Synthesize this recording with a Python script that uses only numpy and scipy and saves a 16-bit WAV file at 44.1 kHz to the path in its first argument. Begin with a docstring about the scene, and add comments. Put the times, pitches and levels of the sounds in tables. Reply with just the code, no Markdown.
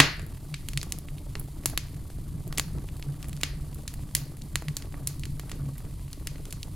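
"""In a quiet room, a wood fire burns in a closed stove, a short way from a stereo microphone.
Flames are shaped noise: a low rumble, and licks that ring the air resonances of the firebox.
Cracks and pops are short noise bursts with quick echoes and a dense rattle in the firebox;
each also booms in its air and dies away in the room. A faint hiss of the microphone lies beneath."""
import sys
import numpy as np
from scipy import signal
from scipy.fft import rfft, irfft
from scipy.io import wavfile
from scipy.ndimage import uniform_filter1d

SR = 44100
rng = np.random.default_rng(int(sys.argv[2]) if len(sys.argv) > 2 else 0)


def unload_audio(sound):
    """Save the sound as a 16-bit wav file, at the path given as the first command line argument."""
    columns = np.transpose(np.atleast_2d(sound))
    # keep every value between -1 and 1, then stretch to whole-number steps
    steps = np.round(np.clip(columns, -1, 1) * 32767)
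    wavfile.write(sys.argv[1], SR, steps.astype(np.int16))


N = 297675  # length in samples

# strength of the flames, full on the boom and partial on the rumble: start_s, level_db
FLAME_SWELLS = [(0, -0.4), (0.6, 0.5), (1.2, 0), (1.75, -1), (2.03, -5), (2.2, 1.5), (2.6, 6), (3.0, 0.5),
                (3.38, 4.5), (3.55, -4.5), (4.1, 2), (4.8, -0.5), (5.1, 0.5), (5.6, 4), (5.8, -1.5),
                (6.17, -5), (6.4, 1), (6.75, 0)]
# spectrum of the low flame rumble, relative: freq_hz, density_db (per Hz)
RUMBLE_SPECTRUM = [(7.1, -13), (12, 2), (30, 6), (107, 0), (139, -18), (201, -11), (243, -13.5),
                   (285, -13.5), (400, -29), (520, -35), (880, -120)]
# air resonances of the firebox: freq_hz, width_hz, flame_fed_db, crack_struck_db
FIREBOX_MODES = [(141.1, 15.9, 1, 37), (277, 39, -10.5, 21), (409, 11, -23, 6.5), (573.3, 36, -27.5, 1),
                 (1114, 46.1, -26.5, 6)]
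# spectrum of the microphone hiss, relative: freq_hz, density_db (per Hz)
HISS_SPECTRUM = [(180, -35), (300, 4), (441, -19.5), (512, -36.5), (595, -63), (983, -3), (1140, -25.5),
                 (1440, -38.5), (1980, -15), (2270, -17), (4730, -13.5), (5590, -18), (10200, -10),
                 (15000, -16.5), (16300, -34.5)]
# how alike the noise is in left and right: freq_hz, likeness (0 to 1)
STEREO_LIKENESS = [(60, 0.98), (700, .94), (2400, 1), (4400, 0.99), (8100, 0.56), (15000, 0.034)]
# larger cracks: start_s, level_db (relative, at 2.5 kHz), tilt_db (per octave),
# bend_db (per octave squared), depth_db (how deep in the firebox)
CRACKS = [(0.0014, 29, -1.5, -3, 2.5), (0.1954, -12, -1.5, -1.5, -4), (0.2181, -25, 1, 0, 0),
          (0.2654, -32, -3, 5, -4), (0.5418, -1.5, 3, -5.0, 19), (0.6867, -7.5, 2.5, -0.5, -0.5),
          (0.7342, -15, 1, 0, -1), (0.7749, 0, 7, -4, -1.5), (0.8146, -7.5, 7, -6, -14),
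          (0.8303, -8.5, 1.5, -0.5, 1), (0.9225, -4, 6, -2, -2.5), (0.9869, -29.5, 8.5, 0.5, -4),
          (1.0859, -15.5, -4, -3, -4), (1.1828, -16.5, 8, -13, -1), (1.3541, -6, -3, -1.5, -1),
          (1.3966, -41, 4.5, 6.5, 3), (1.4846, -35.5, -8, 4.5, 0), (1.6582, 1, 2, 1.0, 3.5),
          (1.6988, -20.5, 2, 1.5, 0), (1.7761, 7.5, 3.0, -2.5, -5), (2.1027, -33, -5.5, 4, -1),
          (2.1858, -31, -7, 3, -1.5), (2.4058, -36.5, -8.5, 3.5, 1), (2.478, -32, 5, 2.0, -4),
          (2.5266, -6, -2.5, -1.0, -5.5), (2.5755, -6.5, 12, -5.5, 8), (2.5826, 2.5, 1.5, -0.5, -1),
          (2.5969, 2.5, 2, 0, -6.5), (2.842, -38, -10, 4.5, 2), (2.8882, -17, -1.5, -3.5, 1),
          (2.968, -28, 0, 2, -2), (2.9966, -29.5, -3, 4.0, 6), (3.0259, -10.5, 5.5, -6.5, -4),
          (3.2282, -15.5, 5, -2.5, -1), (3.2442, -22, -1, 1, 0.5), (3.2846, -27.5, 6.5, 0, 0),
          (3.2944, -19, -1.5, 1.5, -4), (3.3305, -19, 3, -0.5, -2), (3.3665, -22.5, 9, -4.0, 2),
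          (3.4118, -13.5, 2.5, -1, 15), (3.4335, 8.5, 1.5, -3.0, 4.5), (3.7455, -32.5, 7, 1, 4),
          (3.8781, -8, 5.5, -2.5, 8), (3.9398, -22.5, 1.5, 2.0, 2), (3.9936, -28, -8, -1, 5),
          (4.1506, 6, 3.5, 0, -2), (4.1669, -12, 6, -2, 1), (4.3198, -37, -11, 1.5, -1),
          (4.3697, -26, 1.5, 0.5, -2), (4.4199, -24.5, 25, -12.5, -8), (4.5568, 3.5, 1.5, -1, -4.5),
          (4.6228, -21.5, -4, 3, -1), (4.684, -7.5, 0.5, -2, -1), (4.7682, -4.5, 3.5, -0.5, -1),
          (4.8233, -16.5, 4, -3.5, 0), (4.9426, -18, -12.5, -4, 0), (5.0725, -4.5, 6.5, -1, 3),
          (5.1956, -26, 13.5, -4.0, 1), (5.2356, -10.5, 3.0, -4.0, -1), (5.2548, -14, 4.5, -2, 3),
          (5.3964, -9, 0.5, -0.5, -1.5), (5.4355, -38, -9, 3, -2), (5.4955, -17.5, 1.5, -0.5, 9),
          (5.5161, -5.5, -0.5, -1.5, 2.5), (5.6634, -28, -11, 1, -9), (5.7808, -26.5, 2, 2.0, 1.5),
          (6.1309, -7, 4, -4, -8.5), (6.272, -1.5, 3.0, -2, -2), (6.3577, -20, 4, -5, 1),
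          (6.4545, -15.5, 1.0, -1, 1), (6.5076, -20.5, 9.5, -3.5, 2), (6.5259, -12.5, 6.5, -2, 4),
          (6.6308, -10.5, 6, -3, -7), (6.6815, -35, -6.5, 4, 1)]
# points at which the tilt and bend of a crack are drawn: freq_hz
CRACK_COLOUR_HZ = (800, 1400, 2500, 3800, 5500, 8000, 11000)
# colour that the stove door and the microphone give every crack: freq_hz, width_hz, boost_db
DOOR_COLOUR = [(1134, 50, 0), (1934, 340, 4.5), (2730, 1500, 5.5), (4380, 1170, 4), (5700, 1000, -2.5),
               (7010, 1700, 5), (10930, 2300, 5.5)]
# first echoes off grate, door glass and hearth: delay_s, signed_gain
FIREBOX_ECHOES = [(.00028, -0.069), (.0018, 0.051), (.0038, -0.19)]
# phase between the two microphone ports: freq_hz, left_lead_rad
PORT_LEAD = [(1000, 0.073), (4000, 0.2), (6000, 1.1), (9500, 0.22), (12000, 1.72), (16000, 1.9)]
# decay of the room: freq_hz, t60_s
ROOM_DECAY = [(300, 0.33), (700, 0.3367), (1200, 0.35), (1600, 0.5), (2100, 0.412), (3200, 0.35),
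              (4600, 0.39), (8000, 0.15), (15000, 0.33)]

BOOM_DB, RUMBLE_DB, HISS_DB = -39.5, -38, -56
RUMBLE_FOLLOWS, LICKS_FOLLOW = 0.4, 0.43  # share of the flame swells, in dB, that each layer takes
FLUTTER_PER_S, FLUTTER_DB = 24, 1.3  # random levels a second and their rms: the whole flame puffs together
# a deeper crack rattles more and reaches the ear more by the room
RATTLE_DB, ROOM_DB, ROOM_PER_DEPTH = -2.5, -0.8, 0.84
EDGE_HZ = 16300  # upper band limit


def gain_of(db):
    """Decibels to an amplitude factor."""
    return 10 ** (np.asarray(db) / 20)


def evened(x):
    """Scales to rms 1."""
    return x / np.sqrt(np.mean(x ** 2) + 1e-20)


def read(points, hz):
    """Value of a table at hz, on a log-frequency axis."""
    f, value = np.transpose(points)
    return np.interp(np.log(hz + 1), np.log(f + 1), value)


def add(mix, s, sound):
    """Mixes a sound in at time s."""
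    part = mix[:, round(s * SR):][:, :sound.shape[1]]
    part += sound[:, :part.shape[1]]


def noise(spectrum, size, patchy_db, flicker_db):
    """Stereo noise from random short-time spectra, with drifting patches and a flicker shared by all bins."""
    frames = 4 * N // size + 5
    hz = np.fft.rfftfreq(size, 1 / SR)
    a, b, c, d, patches = rng.standard_normal((frames, len(hz), 5)).T
    patches = uniform_filter1d(patches, size=10, axis=0)  # across frequency
    patches = evened(uniform_filter1d(patches, size=8, axis=1))  # across time
    flicker = evened(uniform_filter1d(rng.standard_normal(frames), size=3))
    same = np.clip(read(STEREO_LIKENESS, hz), -1, 1)[:, None]
    left = a + 1j * b
    right = same * left + np.sqrt(1 - same ** 2) * (c + 1j * d)
    level_db = read(spectrum, hz)[:, None] + patchy_db * patches + flicker_db * flicker
    spectra = np.array([left, right]) * gain_of(level_db)
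    return evened(signal.istft(spectra, nperseg=size, noverlap=3 * size // 4)[1][:, :N])


def ring(x, column):
    """Sum of the firebox resonances, each with unit peak gain times the level in one column."""
    total = 0
    for mode in FIREBOX_MODES:
        freq_hz, width_hz = mode[:2]
        b, a = signal.iirpeak(freq_hz, freq_hz / width_hz, SR)
        total = total + gain_of(mode[column]) * signal.lfilter(b, a, x)
    return total


def flames():
    """Turbulent burning: a broad rumble, and flickering noise that sounds the air modes of the firebox."""
    t = np.arange(N) / SR
    flutter = evened(np.interp(t, np.arange(200) / FLUTTER_PER_S, rng.standard_normal(200)))
    flutter = gain_of(FLUTTER_DB * flutter)
    swing = gain_of(np.interp(t, *np.transpose(FLAME_SWELLS)))

    rumble = noise(RUMBLE_SPECTRUM, size=4096, patchy_db=1.3, flicker_db=1.73)
    rumble = rumble * gain_of(RUMBLE_DB) * swing ** RUMBLE_FOLLOWS

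    # (Hz, dB per Hz)
    low_spectrum = [(60, 3.5), (190, 3.5), (240, -30.0), (3000, -78.0)]
    lick_spectrum = [(60, -39), (190, -27.5), (240, 2.5), (1300, 0.5), (2200, -3.5), (4000, -28.5)]
    low = noise(low_spectrum, size=1024, patchy_db=1.5, flicker_db=3.0)
    licks = noise(lick_spectrum, size=256, patchy_db=4.5, flicker_db=3.0)
    drive = low * swing + gain_of(1) * licks * swing ** LICKS_FOLLOW
    boom = evened(ring(drive * flutter, column=2)) * gain_of(BOOM_DB)
    return rumble * flutter + boom


def hiss():
    """Faint, nearly steady noise of the microphone."""
    return gain_of(HISS_DB) * noise(HISS_SPECTRUM, size=512, patchy_db=0.3, flicker_db=2.0)


def small_cracks(per_s, level_db, spread_db, tilt_db, vary_db, bend_db):
    """Random faint events in the columns of the crack table."""
    when, size, colour = rng.random((round(60 * N / SR), 3)).T
    keep = np.arange(len(when)) < per_s * N / SR
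    level = level_db - spread_db * np.log(np.maximum(size, 5e-2))
    tilt = tilt_db + vary_db * (2 * colour - 1)
    bend, depth = np.full_like(when, bend_db), np.full_like(when, 0.59)
    return np.transpose([when * N / SR, level, tilt, bend, depth])[keep]


def crack_colour(hz, level_db, tilt_db, bend_db):
    """Spectrum of one crack behind the door, in minimum phase so that nothing sounds ahead of the snap."""
    octaves = np.log2(np.array(CRACK_COLOUR_HZ) / CRACK_COLOUR_HZ[2])
    shape_db = tilt_db * octaves + bend_db * octaves ** 2
    bass = [(60, shape_db[0] - 29.5), (250, shape_db[0] - 6)]
    top = [(16000, shape_db[-1] - 3)]
    colour_db = read([*bass, *zip(CRACK_COLOUR_HZ, shape_db), *top], hz)
    colour_db = colour_db + sum(d / (1 + (2 * (hz - f) / w) ** 2) for f, w, d in DOOR_COLOUR)
    log_gain = np.log(gain_of(level_db - 4.5 + colour_db))
    mirrored = np.r_[log_gain, log_gain[-2:0:-1]]
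    return np.conj(np.exp(signal.hilbert(mirrored)))[:len(hz)]


def snap(row, size=2048):
    """A short tearing burst, its first echoes and its dense rattle in the firebox; also a click for the room."""
    _, level_db, tilt_db, bend_db, depth_db = row
    rattle_db = RATTLE_DB + depth_db
    room_db = ROOM_DB + ROOM_PER_DEPTH * depth_db
    hz, t = np.fft.rfftfreq(size, 1 / SR), np.arange(size) / SR
    colour = crack_colour(hz, level_db, tilt_db, bend_db)

    common, left, right, grain = rng.standard_normal((4, size))
    tear = (t == 0) + .45 * grain * gain_of(-60 * t / .0022)  # a click, then 2.2 ms of grain
    tear = tear / np.linalg.norm(tear)
    # later echoes come back duller
    echoes = 1 + sum(g * np.exp(-2j * np.pi * hz * delay) / (1 + hz * delay / 30)
                     for delay, g in FIREBOX_ECHOES)

    swell = np.clip(t / 0.00074, 0, 1) * gain_of(-60 * t / 0.023) * (t < 3e-2)  # echoes build up, then die
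    rattle = (common + 0.44 * np.array([left, right])) * swell
    rattle = gain_of(rattle_db) * rattle / np.linalg.norm(rattle[0])
    colour = colour / np.sqrt(1 + gain_of(2 * rattle_db))  # tear and rattle share the energy

    ports = np.exp(-1j * read(PORT_LEAD, hz) * np.array([[0], [1]]))
    near = irfft((rfft(rattle, axis=1) + rfft(tear) * echoes) * colour * ports, axis=1)
    click = gain_of(room_db) * irfft(colour)[None]
    return near[:, :-size // 8], click


def crackle(count=3):
    """All cracks, near and as answered by the room; cracks at other spots wake other echoes."""
    near, sent = np.zeros((2, N)), np.zeros((count, 1, N))
    ticks = small_cracks(per_s=47, level_db=-42.5, spread_db=1.5, tilt_db=4.5, vary_db=1.0, bend_db=0.1)
    # dull bursts of gas
    puffs = small_cracks(per_s=34, level_db=-44, spread_db=-0.5, tilt_db=-7, vary_db=1.5, bend_db=2.5)
    # splinters
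    crisps = small_cracks(per_s=8, level_db=-30, spread_db=2.5, tilt_db=-2.0, vary_db=-1.5, bend_db=-0.1)
    for k, row in enumerate([*CRACKS, *ticks, *puffs, *crisps]):
        direct, click = snap(row)
        add(near, row[0], direct)
        add(sent[k % count], row[0], click)
    boom = ring(sent.sum(0), column=3)  # the low part of a crack sets the firebox air booming
    answer = sum(room(x + boom / count) for x in sent)
    return near * gain_of([[-.3], [.3]]) + boom + answer  # near sound leans slightly right


def room(x, late_db=-10):
    """Sparse taps of random sign, each band dying at its own speed; the far wall answers in a bunch."""
    taps = np.zeros((2, SR // 2))
    at = np.arange(200, SR // 2 - 10, 10)
    at = at + rng.integers(0, 10, (2, len(at)))
    np.put_along_axis(taps, at, rng.choice([-1., 1.], at.shape), 1)
    age = np.arange(SR // 2) / SR
    gather = np.clip(age / 0.012, 0, 1)
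    far_wall = .5 * np.exp(-((age - .0172) / 0.00051) ** 2)
    taps = taps * (gather + far_wall)
    taps[1] = 0.56 * taps[0] + 0.71 * taps[1]  # the two ports are close together

    hz, t, z = signal.stft(taps, SR, nperseg=256)
    # furnishings colour the echoes: (Hz, dB)
    walls = [(1000, 0.0), (2200, -2.0), (3300, -3.0), (6000, 3.4), (14000, -5.0)]
    decay_db = read(walls, hz)[:, None] - 60 * t / read(ROOM_DECAY, hz)[:, None]
    tail = signal.istft(z * gain_of(decay_db), SR, nperseg=256)[1]
    tail = gain_of(late_db) * tail / np.linalg.norm(tail[0])
    return signal.fftconvolve(x, tail, axes=1)[:, :N]


def scene():
    """Flames, hiss and cracks together."""
    return flames() + hiss() + crackle()


def record(dry):
    """The input clips flat any peak beyond 0.9 of full scale; then a low-pass sets the band limit."""
    clipped = np.clip(dry, -.9, .9)
    low_pass = signal.firwin(511, EDGE_HZ, window=("kaiser", 9), fs=SR)
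    return signal.oaconvolve(clipped, low_pass[None], "same")


dry = scene()
out = record(dry)
unload_audio(out)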